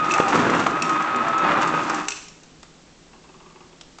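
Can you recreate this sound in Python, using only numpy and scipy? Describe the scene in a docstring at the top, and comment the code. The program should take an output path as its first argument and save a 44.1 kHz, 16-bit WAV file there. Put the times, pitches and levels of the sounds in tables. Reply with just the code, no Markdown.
"""A geared motor whines and sags for two seconds as the blades of a refrigerator's ice crusher bite.
Cubes rattle, crunch and crack in the plastic bin (random grains, noise bursts); chips clink into a glass mug.
The motor stops, the lever springs back with a ring of decaying sines, and the last lumps drop.
In the quiet kitchen the refrigerator hums over hiss, and the mug creaks and ticks against the dispenser."""
import sys
import numpy as np
from scipy import signal
from scipy.fft import rfft, irfft
from scipy.io import wavfile
from scipy.ndimage import uniform_filter1d, map_coordinates

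SR = 44100
rng = np.random.default_rng(int(sys.argv[2]) if len(sys.argv) > 2 else 0)


def output_pcm(signal):
    """Save a mono or channel-first signal as 16-bit PCM at the path in sys.argv[1].

    Samples are clipped to [-1, 1] before scaling.
    """
    pcm = np.clip(np.atleast_2d(signal).T, -1, 1) * 32767
    wavfile.write(sys.argv[1], SR, np.round(pcm).astype(np.int16))


N = 176400
TOP_HZ = 9000  # nothing is heard above


def amp(db):
    """Decibels to gain."""
    return 10 ** (np.asarray(db) / 20)


def unit(x):
    """Scale to rms 1."""
    return x / np.sqrt(np.mean(x ** 2) + 1e-20)


def along(points, hz):
    """Interpolate (Hz, value) points on a log frequency axis."""
    f, v = np.transpose(points)
    return np.interp(np.log(hz + 1), np.log(f + 1), v)


def curves(rows):
    """One value per sample for each column after the time."""
    s, *cols = np.transpose(rows)
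    return [np.interp(np.arange(N) / SR, s, c) for c in cols]


def wobble(rate_hz):
    """A smooth random curve, rate_hz knots a second."""
    knots = rng.standard_normal(int(N * rate_hz / SR) + 4)
    return map_coordinates(knots, [np.arange(N) * rate_hz / SR])


def filtered(x, response):
    """x times a response of frequency."""
    hz = np.fft.rfftfreq(2 * N, 1 / SR)
    return irfft(rfft(x, 2 * N) * response(hz))[:N]


def coloured(x, colour):
    """Minimum-phase filter through (Hz, dB) points; white noise keeps its power."""
    def response(hz):
        # folding the cepstrum makes the filter causal
        cep = irfft(np.log(amp(along(colour, hz))))
        cep[1:N] *= 2
        cep[N + 1:] = 0
        h = np.exp(rfft(cep))
        return h / np.sqrt(np.mean(abs(h) ** 2 * (hz < TOP_HZ)))
    return filtered(x, response)


def ringing(x, modes):
    """Resonances (Hz, width Hz, dB) of alternating sign; white noise keeps its power."""
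    def response(f):
        h = 0
        for k, (centre, width, db) in enumerate(modes):
            damping = 1j * f * width
            h = h + (-1) ** k * amp(db) * damping / (centre ** 2 - f * f + damping)
        return h / np.sqrt(np.mean(abs(h) ** 2))
    return filtered(x, response)


def grains(rate_hz, spread_db):
    """Tiny impacts at random moments, of uneven size and random sign, rms 1."""
    size = amp(spread_db * np.clip(rng.standard_normal(N), -2, 2))
    sign = np.sign(rng.standard_normal(N))
    return unit(size * sign * (rng.random(N) < rate_hz / SR))


def bursts(rows, t60_s, attack_s=0.00028):
    """One short decaying burst of noise for each (s, dB) row."""
    env, t = np.zeros(N + SR), np.arange(SR // 3) / SR
    for s, db in rows:
        env[round(s * SR):][:len(t)] += amp(db - 60 * t / t60_s) * (1 - np.exp(-t / attack_s))
    return env[:N] * rng.standard_normal(N)


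def struck(rows, modes):
    """Decaying sines (Hz, dB, t60 s) set ringing by each (s, dB) row."""
    out, t = np.zeros(N + SR), np.arange(SR) / SR
    note = sum(amp(db - 60 * t / t60) * np.sin(2 * np.pi * hz * t) for hz, db, t60 in modes)
    for s, db in rows:
        out[round(s * SR):][:SR] += amp(db) * note
    return out[:N]


# Gear whine, sagging and fading under load. Each row: time in s, pitch in Hz, level in dB.
GEAR_WHINE = [(0, 1252, -22.5), (.12, 1240, -24), (.27, 1235, -27), (.4, 1127, -37), (.6, 1164, -53),
              (.73, 1252, -28.5), (.84, 1279, -28), (.95, 1247, -23), (1.06, 1282, -30),
              (1.17, 1253, -22.5), (1.26, 1288, -33.5), (1.42, 1301, -22.5), (1.5, 1217, -27),
              (1.62, 1200, -30.5), (1.78, 1264, -25), (1.88, 1207, -36), (2.02, 1244, -38)]
# Partials of the whine. Each row: multiple of the pitch, relative level in dB.
WHINE_PARTIALS = [(.25, -13), (1, 0), (2, -17), (2.85, -29)]
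WHINE_ROUGHNESS, WHINE_JITTER = .24, .003  # share of level, share of pitch


def motor():
    """Gear whine: partials of a gliding pitch, with random jitter in pitch and roughness in level."""
    hz, db = curves(GEAR_WHINE)
    phase = 2 * np.pi * np.cumsum(hz * (1 + WHINE_JITTER * wobble(120))) / SR
    tone = sum(amp(level) * np.sin(k * phase) * (1 + WHINE_ROUGHNESS * wobble(220))
               for k, level in WHINE_PARTIALS)
    return np.sqrt(2) * amp(db) * tone


STOP_S, STOP_DB_PER_S = 2.002, 339.5


def running():
    """Gain of the machine: full until it is switched off, then a fast fade as it brakes."""
    return amp(-STOP_DB_PER_S * np.maximum(np.arange(N) / SR - STOP_S, 0))


# Load on the crusher. Each row: time in s, cube rattle and blade grind in relative dB.
CRUSHER_LOAD = [(0, -26, -33), (.15, -23.5, -28.5), (.22, -30.5, -35.5), (.29, -23, -32), (.35, -22, -17.5),
                (.48, -22, -21), (.6, -22, -22), (.69, -28.5, -26.5), (.8, -27, -33), (.93, -25.5, -24),
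                (1.04, -24, -38.5), (1.17, -25.5, -27), (1.25, -23, -36.5), (1.425, -28, -31.5),
                (1.445, -19, -28), (1.58, -20, -26), (1.74, -27, -30), (1.87, -26.5, -34.5),
                (2.02, -26, -32.5)]
# Spectrum of cubes in the bin. Each row: frequency in Hz, level in dB.
BIN_COLOUR = [(200, -27), (520, -8.5), (930, 1.5), (1300, 3), (1500, -2), (2200, -10.5), (2620, -11),
              (3100, -19.5), (3500, -18.5), (4700, -30), (8000, -42)]
# Spectrum of grinding. Each row: frequency in Hz, level in dB.
GRIND_COLOUR = [(30, -27.5), (80, -19), (120, -5.5), (350, 2), (500, -7), (2000, -26), (6000, -44)]
# Cabinet resonances under the rattle. Each row: frequency in Hz, width in Hz, relative level in dB.
CABINET_MODES = [(161, 8, -11), (241, 11, -2), (310, 16, -2), (592, 14, -5), (685, 13, -7), (795, 14, -3)]
RATTLE_DB, CRUNCH_DB, CABINET_DB, CABINET_SWAY_DB = -1.5, -2.5, -14, 4


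def crusher():
    """Cubes rattle in the bin, shake the resonant cabinet and are ground by the blades."""
    rattle_db, crunch_db = curves(CRUSHER_LOAD)
    rattle = grains(rate_hz=1500, spread_db=1) * amp(rattle_db + RATTLE_DB + 1.96 * wobble(44.74))
    crunch = grains(rate_hz=960, spread_db=4) * amp(crunch_db + CRUNCH_DB)
    cabinet = 0
    for hz, width, db in CABINET_MODES:
        sway_db = CABINET_SWAY_DB * wobble(9.4)
        cabinet = cabinet + ringing(rattle, [(hz, width, 0)]) * amp(db + CABINET_DB + sway_db)
    return coloured(rattle, BIN_COLOUR) + cabinet + coloured(crunch, GRIND_COLOUR)


# Cubes cracking between the blades. Each row: start in s, relative level in dB, thump over crack in dB.
CUBE_CRACKS = [(.18, -11, -8), (0.2009, -5.5, 8.5), (0.324, -10, -4), (0.355, -17, -2), (0.392, -13, -1.5),
               (0.466, -14, 1.5), (0.497, -11, -1.5), (0.519, -20.5, -4.5), (0.664, -10.5, -0.5),
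               (1.144, -18.5, -2), (1.447, -9.5, -16), (1.566, -15, 2), (1.739, -10, 0), (1.897, -16.5, 2),
               (1.983, -18.5, -12), (2.006, -23.5, -13)]
CRACK_T60_S, SPLINTER_DB = 0.046, 4
THUMP_T60_S, THUMP_HZ, THUMP_HIGHPASS_HZ = 0.0099, 432, 120


def cracks():
    """A cube breaks: splintering noise in the bin and a damped thump through the blades."""
    crack = bursts([(s, db) for s, db, _ in CUBE_CRACKS], CRACK_T60_S, attack_s=0.00087)
    crack *= unit(amp(SPLINTER_DB * wobble(400)))
    thump = struck([(s, db + low) for s, db, low in CUBE_CRACKS], [(THUMP_HZ, 0, THUMP_T60_S)])
    thump = filtered(thump, lambda hz: hz ** 2 / (hz ** 2 + THUMP_HIGHPASS_HZ ** 2))
    return coloured(crack, BIN_COLOUR) + thump


# Falling ice dust. Each row: time in s, relative level in dB.
DUST_LEVEL = [(0, -41), (.33, -34), (.75, -42), (1.3, -56), (1.47, -41), (2.15, -40.5), (2.6, -83)]
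# Spectrum of the dust. Each row: frequency in Hz, level in dB.
DUST_COLOUR = [(1000, -41.5), (2600, 6), (3700, -2), (5200, -2), (5800, 0), (8500, -4.5)]
# Lumps landing in the mug. Each row: start in s, clink in relative dB, mug note in dB.
MUG_LUMPS = [(.11, -20, -14), (.119, -20.5, -18.5), (.138, -15.5, -13.5), (.282, -20.5, -24.5),
             (0.8212, -13, -19.5), (2.0833, -11, -26.5), (2.105, -18.5, -36.5), (2.1196, -22, -24),
             (2.186, -35.5, -39)]
# Small chips ticking on the glass. Each row: start in s, relative level in dB.
GLASS_CHIPS = [(0.179, -23.5), (0.4997, -24.5), (0.6665, -24.5), (0.893, -25), (1.022, -29),
               (1.1591, -27.5), (1.283, -30), (1.3798, -27), (1.6733, -25), (1.896, -20.5), (1.9442, -23.5),
               (2.282, -32)]
# Resonances of a clink. Each row: frequency in Hz, width in Hz, relative level in dB.
GLASS_MODES = [(1450, 900, -6), (2640, 450, 0), (4300, 1400, -6), (5850, 650, 1), (7300, 1300, -2)]
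DUST_DB, CHIP_T60_S = -4, 0.033
CHIP_SCATTER = .07  # spread of log pitch


def falling_ice():
    """Lumps and chips excite glass resonances amid a patter of dust; every chip has its own pitch."""
    dust_db, = curves(DUST_LEVEL)
    patter = grains(rate_hz=770, spread_db=-0.5) * amp(dust_db + DUST_DB + 4.4 * wobble(45))
    hits = bursts([(s, db) for s, db, _ in MUG_LUMPS], t60_s=0.025, attack_s=0.00088)
    ice = coloured(patter, DUST_COLOUR) + ringing(hits, GLASS_MODES)
    pitches = np.exp(CHIP_SCATTER * rng.standard_normal(len(GLASS_CHIPS)))
    for row, pitch in zip(GLASS_CHIPS, pitches):
        modes = [(hz * pitch, width, db) for hz, width, db in GLASS_MODES]
        ice = ice + ringing(bursts([row], CHIP_T60_S, attack_s=0.0011), modes)
    return ice


# Short, ice-damped note of the mug. Each row: frequency in Hz, relative level in dB, t60 in s.
MUG_RING = [(2606, 0, .06)]


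def mug_note():
    """Each landing lump rings the glass as a decaying sine."""
    return struck([(s, db) for s, _, db in MUG_LUMPS], MUG_RING)


# Ring of the lever. Each row: frequency in Hz, level in dB, t60 in s.
LEVER_MODES = [(412, -37.5, 0.54), (791, -34.5, 0.21), (1480, -41.5, 0.53)]


def lever():
    """The lever springs back and rings on as decaying sines."""
    return struck([(2.068, 0)], LEVER_MODES)


# Small jerks of the mug along the plastic. Each row: start in s, relative level in dB.
MUG_SLIPS = [(3.132, -39.5), (3.24, -43.5), (3.29, -44), (3.341, -43), (3.402, -40), (3.46, -42),
             (3.501, -44.5), (3.558, -43.5), (3.605, -40), (3.728, -45)]
# Resonances of the jerks. Each row: frequency in Hz, width in Hz, relative level in dB.
CREAK_MODES = [(371, 24, 3), (850, 150, -6), (1140, 140, -4)]
# Ticks of mug and dispenser. Each row: start in s, relative level in dB, ring in Hz.
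CONTACT_TICKS = [(2.433, -39, 6000), (2.6294, -32.5, 790), (3.8104, -30.5, 3150), (3.985, -35, 1170)]
SLIP_DB, SLIP_T60_S = -4, 0.16


def handling():
    """The mug slips in jerks that excite plastic and glass resonances, and ticks on the dispenser."""
    creak = amp(SLIP_DB) * ringing(bursts(MUG_SLIPS, SLIP_T60_S), CREAK_MODES)
    glass_modes = [(hz, 250, db) for hz, db, _ in MUG_RING]
    creak += amp(-3.5) * ringing(bursts(MUG_SLIPS, t60_s=0.028), glass_modes)
    return creak + sum(tick(s, db, hz) for s, db, hz in CONTACT_TICKS)


# Spectrum of a dry contact. Each row: frequency in Hz, level in dB.
CONTACT_COLOUR = [(100, -40), (500, -9), (3200, -9), (7200, -10.5)]


def tick(s, db, hz):
    """A dry contact: a coloured noise burst with one short resonance."""
    contact = coloured(bursts([(s, db)], t60_s=0.027, attack_s=0.0011), CONTACT_COLOUR)
    return contact + ringing(bursts([(s, db - 4.5)], t60_s=0.027), [(hz, 400, 0)])


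# Spectrum of the steady hiss. Each row: frequency in Hz, level in dB.
HISS_COLOUR = [(58, -5.5), (92, -12.5), (180, -5), (290, -5.5), (520, -12.5), (1800, -19.5), (7000, -22)]
HISS_DB, HUM_DB, HUM_HZ = -50, -62, 163


def background():
    """Steady coloured noise and the refrigerator's hum, a sine wavering in phase and level."""
    phase = 2 * np.pi * HUM_HZ * np.arange(N) / SR + .4 * wobble(20)
    hum = np.sqrt(2) * np.sin(phase) * amp(HUM_DB + 0.8 * wobble(0.37))
    return hum + amp(HISS_DB) * coloured(rng.standard_normal(N), HISS_COLOUR)


KITCHEN_T60_S = 0.66


def kitchen(x):
    """Reverberation of the tiled room: convolution with decaying noise after a 5 ms gap."""
    t = np.arange(SR * 3 // 4) / SR
    tail = rng.standard_normal(len(t)) * amp(-60 * t / KITCHEN_T60_S) * (t > .005)
    return signal.fftconvolve(x, tail / np.linalg.norm(tail))[:N]


BODY_WET_DB, CLINK_WET_DB, TONE_WET_DB = -6.5, -6, -14


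def scene():
    """The machine, the mug and the room around them."""
    body = crusher() * running() + cracks() + handling() + lever()
    tones = motor() * running() + mug_note()
    clinks = falling_ice()
    room = kitchen(amp(BODY_WET_DB) * body + amp(CLINK_WET_DB) * clinks + amp(TONE_WET_DB) * tones)
    return (body + tones + clinks + room + background())[None]


# Treble roll-off of the microphone. Each row: frequency in Hz, gain in dB.
MIC_RESPONSE = [(7400, -0.5), (8000, -6), (9000, -25.5)]
LIMIT_DB, RECOVER_DB_PER_S = -3, 70


def record(dry):
    """The microphone rolls off the treble; a limiter ducks peaks above LIMIT_DB and recovers linearly in dB."""
    x = filtered(dry[0], lambda hz: amp(along(MIC_RESPONSE, hz)))
    over_db = 20 * np.log10(np.maximum(abs(x) / amp(LIMIT_DB), 1))
    recovery_db = RECOVER_DB_PER_S * np.arange(N) / SR
    held_db = np.maximum.accumulate(over_db + recovery_db) - recovery_db
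    duck_db = uniform_filter1d(held_db, size=48)
    return filtered(x * amp(-duck_db), lambda hz: hz < TOP_HZ)[None]


dry = scene()
out = record(dry)
output_pcm(out)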